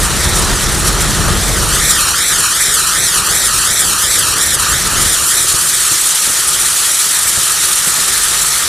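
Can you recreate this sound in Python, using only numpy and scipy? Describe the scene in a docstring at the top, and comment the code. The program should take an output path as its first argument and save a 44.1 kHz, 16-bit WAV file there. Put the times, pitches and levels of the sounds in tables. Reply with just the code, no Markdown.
"""The jets of a wheel firework roar, hiss and throw sizzling sparks as it spins on its post outdoors.
Each nozzle rises and falls as the wheel turns, so its ground echo sweeps a comb through the hiss:
a warbling whistle. Later more jets light and the warble blurs. Underneath, the flame rumbles,
most strongly at first, and from about three seconds on the charges cough out a few low puffs."""
import sys
import numpy as np
from scipy import signal
from scipy.fft import rfft, irfft, next_fast_len
from scipy.io import wavfile
from scipy.ndimage import uniform_filter1d, map_coordinates

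SR = 44100
rng = np.random.default_rng(int(sys.argv[2]) if len(sys.argv) > 2 else 0)


def store_wav(level_fs):
    """Save 16-bit WAV to argv[1]."""
    pcm = np.round(np.clip(np.atleast_2d(level_fs), -1, 1) * 32767)
    wavfile.write(sys.argv[1], SR, pcm.T.astype(np.int16))


N = 382788


# level ride of the gas flow (time [s], level [dB])
GAS_FLOW = [(0, -21.5), (.4, -20), (1.58, -22), (1.8, -19), (2.4, -20.5), (4.5, -21), (4.97, -18.5),
            (5.2, -22.5), (7.05, -23.5), (8.68, -21.5)]
# level ride of the flow of burning metal grains (time [s], level [dB])
SPARK_FLOW = [(0, -20.5), (.7, -20), (1.3, -20.5), (1.62, -18), (1.92, -14.5), (3.1, -14.5), (4.5, -14),
              (4.68, -16.5), (4.96, -18), (5.06, -13.5), (5.7, -13.5), (8.55, -14.3), (8.68, -17)]
# accents: spurts of sparks (centre time [s], sizzle boost [dB], length [s])
SPARK_SPURTS = [(.043, 5, 0.035), (.251, 5, 0.037), (.384, 5, 0.05), (.623, 3.5, 0.025), (.878, 5, 0.032),
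                (1.015, 5.5, 0.025), (1.755, 3, 0.019), (1.898, 3.5, 0.041), (2.012, 3, .03),
                (3.171, 2.5, .05), (3.464, 3, 0.035), (3.578, 3, 0.032), (3.931, 3, 0.017),
                (4.13, 1.5, 0.034), (4.427, 1.5, 0.032), (4.547, 4.5, 0.017), (5.025, 3.3, 0.019),
                (5.477, 1.5, 0.023)]
# dips: the jet chokes for a moment (centre time [s], sizzle cut [dB])
JET_CHOKES = [(2.133, 3.5), (3.226, 4.5), (3.503, 4), (3.971, 5.5), (4.24, 2), (4.353, 5), (4.578, 5.5)]
# EQ of the midrange gas roar (frequency [Hz], relative level [dB])
ROAR_EQ = [(300, -30), (750, -12), (920, -4), (1060, -5.5), (1230, 2), (1420, -2), (1600, -4.5),
           (1830, -1.5), (2150, -6.5), (2600, -9), (3000, -12.5), (4000, -10.5), (8000, -80)]
# EQ of the bright hiss (frequency [Hz], relative level [dB])
HISS_EQ = [(1700, -30), (2300, -4), (2800, -5.5), (3100, -1), (3300, -1.5), (3650, -0.5), (4500, 0),
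           (5350, -1.5), (5700, 1.5), (6100, -.5), (6600, -2), (8000, -5.5), (12000, -60)]
# EQ of the sparks' top-end sizzle (frequency [Hz], relative level [dB])
SIZZLE_EQ = [(3500, -36), (5500, -14), (6400, -7.5), (7100, -3.5), (8300, -1), (9600, -1), (10300, -4),
             (11200, -5.5), (12300, -11), (13500, -14.5), (15000, -17), (15600, -29)]

def jets(wheel, spark_share=0.51, roar_share=0.13, choke_s=0.028):
    """Gas roars, sparks sizzle and the hiss follows both; uneven burning shakes all three."""
    gas_db = automation(GAS_FLOW)
    strengths, _ = wheel
    unevenness = np.linalg.norm(strengths ** 2, axis=0)  # smaller when many jets share the work
    sputter = unevenness * 0.56 * wobble(45) + 0.92 * wobble(120)
    surge_db = swells(SPARK_SPURTS) - swells([(s, db, choke_s) for s, db in JET_CHOKES])
    spark_db = automation(SPARK_FLOW) + surge_db
    hiss_db = spark_share * spark_db + (1 - spark_share) * gas_db + 0.14
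    roar_gain = amp(gas_db + roar_share * surge_db + 0.18 * sputter + .7 * wobble(30))
    roar = roar_gain * warbling_noise(wheel, ROAR_EQ, snap_share=0.039, patchy_db=1.16)
    hiss_gain = amp(hiss_db + 0.55 * sputter + 0.62 * wobble(45))
    hiss = hiss_gain * warbling_noise(wheel, HISS_EQ, snap_share=0.062, patchy_db=1.4)
    sizzle_gain = amp(spark_db + 1.38 * sputter + 0.35 * wobble(50))
    sizzle = sizzle_gain * warbling_noise(wheel, SIZZLE_EQ, snap_share=0.061, patchy_db=1.34)
    return roar + hiss + sizzle


# the wheel gathers speed (time [s], speed [turns/s])
WHEEL_SPEED = [(2.063, 2.552), (4.366, 2.849), (5.842, 3.226)]
# cues for the charges (place on rim [turns], fully alight [s], fade start [s], relative level [dB])
RIM_CHARGES = [(0, 0.5, 4.86, -0.5), (0.21, .5, 1.3, -2), (0.61, 0.6, 1.1, -2), (0.254, 5, 8.68, -0.5),
               (0.0054, 5.6, 8.68, -2), (.62, 5.85, 8.68, -2)]
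# balance of the spread-out plume against all jets together (time [s], relative level [dB])
PLUME_BALANCE = [(0, -7), (1.3, -10), (2.1, -17), (5.4, -16), (6.2, -7)]

def nozzles(start_turn=.715, flicker_db=3, light_db_per_s=41, die_db_per_s=27):
    """Mix weights of the flickering jets and plume, and each jet's echo lag, longest at the top."""
    hub_ms, swing_ms, stray_ms = .622, .112, .012  # lag at hub height, wheel's swing, flame's drift
    t = np.arange(N) / SR
    turn = start_turn + np.cumsum(automation(WHEEL_SPEED)) / SR
    strengths, lags_ms = [], []
    for place, lit, spent, db in RIM_CHARGES:
        fade_db = light_db_per_s * np.maximum(lit - t, 0) + die_db_per_s * np.maximum(t - spent, 0)
        strengths.append(amp(db - fade_db + flicker_db * wobble(20)))
        lags_ms.append(hub_ms + swing_ms * np.cos(2 * np.pi * (turn + place)) + stray_ms * wobble(35))
    plume = amp(automation(PLUME_BALANCE)) * sum(strengths)
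    strengths = np.array(strengths + [plume])
    return strengths / np.linalg.norm(strengths, axis=0), lags_ms


# tone of the echo: rough ground scatters the treble (frequency [Hz], echo over direct [ratio])
GROUND_ECHO = [(200, .35), (800, .4), (1400, .78), (2500, .88), (3600, .64), (5200, .48), (8000, .63),
               (13000, .58)]

def warbling_noise(wheel, eq, snap_share, patchy_db, waver_db=2):
    """Each jet flanges against its own ground echo; the plume is too wide to give a comb."""
    def equal_power_mix(hz):
        reflection = along(GROUND_ECHO, hz)
        return np.array([np.ones_like(hz), reflection]) / np.hypot(1, reflection)

    (*strengths, plume), lags_ms = wheel
    now = np.arange(N)
    voices = [strength * crackling(snap_share) for strength in strengths]
    echo = sum(np.interp(now - ms * SR / 1000, now, voice) for voice, ms in zip(voices, lags_ms))
    direct, echo = filtered(np.array([sum(voices), echo]), equal_power_mix)
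    waver = amp(waver_db * wobble(28))  # the echo wavers in the hot air
    comb = direct + waver * echo
    comb /= np.sqrt(1 + np.var(echo) * (waver ** 2 - 1))  # hold the loudness steady
    return stereo_eq(eddies(comb + plume * crackling(snap_share), patchy_db), eq)


def crackling(snap_share, count=7000):
    """White noise with a share of its power in tiny snaps of bursting grains."""
    snaps = unit(np.bincount(rng.integers(0, N, count), rng.standard_normal(count), N))
    return np.sqrt(1 - snap_share) * white_noise() + np.sqrt(snap_share) * snaps


def eddies(noise, patchy_db):
    """Turbulent eddies brighten and dim patches of the spectrum for a few hundredths of a second."""
    spectrogram = signal.stft(noise, nperseg=256)[2]
    patches = uniform_filter1d(rng.standard_normal(spectrogram.shape), size=4, axis=0)
    patches = uniform_filter1d(patches, size=9, axis=1)
    return signal.istft(spectrogram * amp(patchy_db * unit(patches)), nperseg=256)[1][:N]


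# level ride of the fireball (time [s], relative level [dB])
FIREBALL_LEVEL = [(0, -18.5), (.5, -17.5), (1.0, -18.5), (1.31, -15), (1.39, -19.5), (1.5, -17.5),
                  (1.85, -22.5), (2.0, -29.5), (2.5, -34), (3.3, -31.5), (4.6, -30), (5.02, -23),
                  (5.2, -33), (6.1, -41), (6.6, -37.5), (7.1, -45.5), (7.3, -39.5), (8.68, -37)]
# EQ of the bass rumble (frequency [Hz], relative level [dB])
RUMBLE_EQ = [(12, -37), (25, -10), (37, -7), (46, 2), (56, -4), (80, -3), (105, -7.5), (145, -8.5),
             (200, -12), (260, -19.5), (360, -19), (700, -62)]
# EQ of the low-mid flutter (frequency [Hz], relative level [dB])
FLUTTER_EQ = [(60, -13.5), (115, -4.5), (150, -0.5), (200, -5.5), (270, -10.5), (315, -3.5), (365, 0),
              (430, -2), (600, -2.8), (830, -4), (950, -4.5), (1200, -8.5), (2000, -41)]

def flame(wheel, flutter_follows=0.53):
    """The fireball rumbles and flutters in lumps; the flutter fades less than the rumble."""
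    fireball_db = automation(FIREBALL_LEVEL)
    lumps_db = 1.4 * wobble(22)
    rumble = amp(fireball_db + .8 + lumps_db) * stereo_eq(white_noise(), RUMBLE_EQ)
    flutter_gain = amp(-14 + flutter_follows * fireball_db + lumps_db)
    flutter = flutter_gain * warbling_noise(wheel, FLUTTER_EQ, snap_share=0.02, patchy_db=1.1)
    return rumble + flutter


# cues for the coughs of the charges (time [s], relative peak level [dB])
PUFF_CUES = [(3.304, -15), (4.929, -15.5), (5.019, -18), (5.109, -21), (5.442, -19.5), (5.538, -14.5),
             (5.913, -18), (6.27, -16.5), (6.294, -20), (7.25, -22), (7.374, -14.5), (7.868, -14),
             (7.98, -19)]
# EQ of a dull puff (frequency [Hz], relative level [dB])
PUFF_EQ = [(25, -25), (70, -2), (145, -3.5), (200, -13), (265, -14), (350, -11), (500, -14), (700, -15.5),
           (1500, -32), (4000, -80)]

def puffs(attack_s=.0052, trim_db=-5.0):
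    """The charges cough out low bursts of noise with a fast attack and a short tail."""
    envelope = np.zeros(N + SR)
    age = np.arange(SR // 4) / SR / attack_s
    for s, db in PUFF_CUES:
        start = round(s * SR)
        envelope[start:start + len(age)] += amp(db) * age * np.exp(1 - age)
    return amp(trim_db) * envelope[:N] * stereo_eq(white_noise(), PUFF_EQ)


# stereo width of every layer (frequency [Hz], side minus mid [dB])
STEREO_WIDTH = [(25, -15), (60, -6), (140, -6), (260, -10), (450, -43), (800, -42.5), (1400, -69),
                (3000, -38), (5000, -15), (10000, -12.5), (12000, -27)]

def stereo_eq(noise, eq):
    """Equalised noise in the middle and a little unrelated noise at the sides, at rms 1."""
    mid = filtered(noise, lambda hz: amp(along(eq, hz)))
    side = filtered(white_noise(), lambda hz: amp(along(eq, hz) + along(STEREO_WIDTH, hz)))
    return unit(np.array([mid + side, mid - side]))


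def swells(events):
    """Bell-shaped level moves in dB, from (centre time [s], gain [dB], length at half height [s])."""
    t = np.arange(0, N, 32) / SR
    level = sum(db * .5 ** np.minimum((2 * (t - s) / length) ** 2, 20) for s, db, length in events)
    return np.interp(np.arange(N) / SR, t, level)


def wobble(rate):
    """Smooth random modulation, rate knots a second."""
    knots = rng.standard_normal(int(N * rate / SR) + 4)
    coarse = np.arange(0, N, 32)
    return np.interp(np.arange(N), coarse, map_coordinates(knots, [coarse * rate / SR]))


def automation(points):
    """Straight ramps through (time [s], value) points, one value per sample."""
    return np.interp(np.arange(N) / SR, *np.transpose(points))


def along(points, hz):
    """(frequency [Hz], value) points read on a log axis."""
    frequencies, values = np.transpose(points)
    return np.interp(np.log(hz + 1), np.log(frequencies + 1), values)


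def filtered(x, response):
    """Zero-phase filter with gain response(hz)."""
    size = next_fast_len(N + 8192)
    return irfft(rfft(x, size) * response(np.fft.rfftfreq(size, 1 / SR)), size)[..., :N]


def white_noise():
    """The raw sound of turbulence."""
    return rng.standard_normal(N)


def amp(db):
    """Decibels to gain."""
    return 10 ** (np.asarray(db) / 20)


def unit(x):
    """Scaled to rms 1."""
    return x / np.sqrt(np.mean(x ** 2) + 1e-20)


def scene():
    """The burning wheel in the open air: jets up front, flame and puffs underneath."""
    wheel = nozzles()
    return jets(wheel) + flame(wheel) + puffs()


def record(dry, hardness=8, top_hz=15600):
    """A soft clipper rounds the highest peaks, then a brick-wall low-pass trims the top."""
    rounded = dry / (1 + np.abs(dry) ** hardness) ** (1 / hardness)
    return filtered(rounded, lambda hz: hz < top_hz)


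dry = scene()
out = record(dry)
store_wav(out)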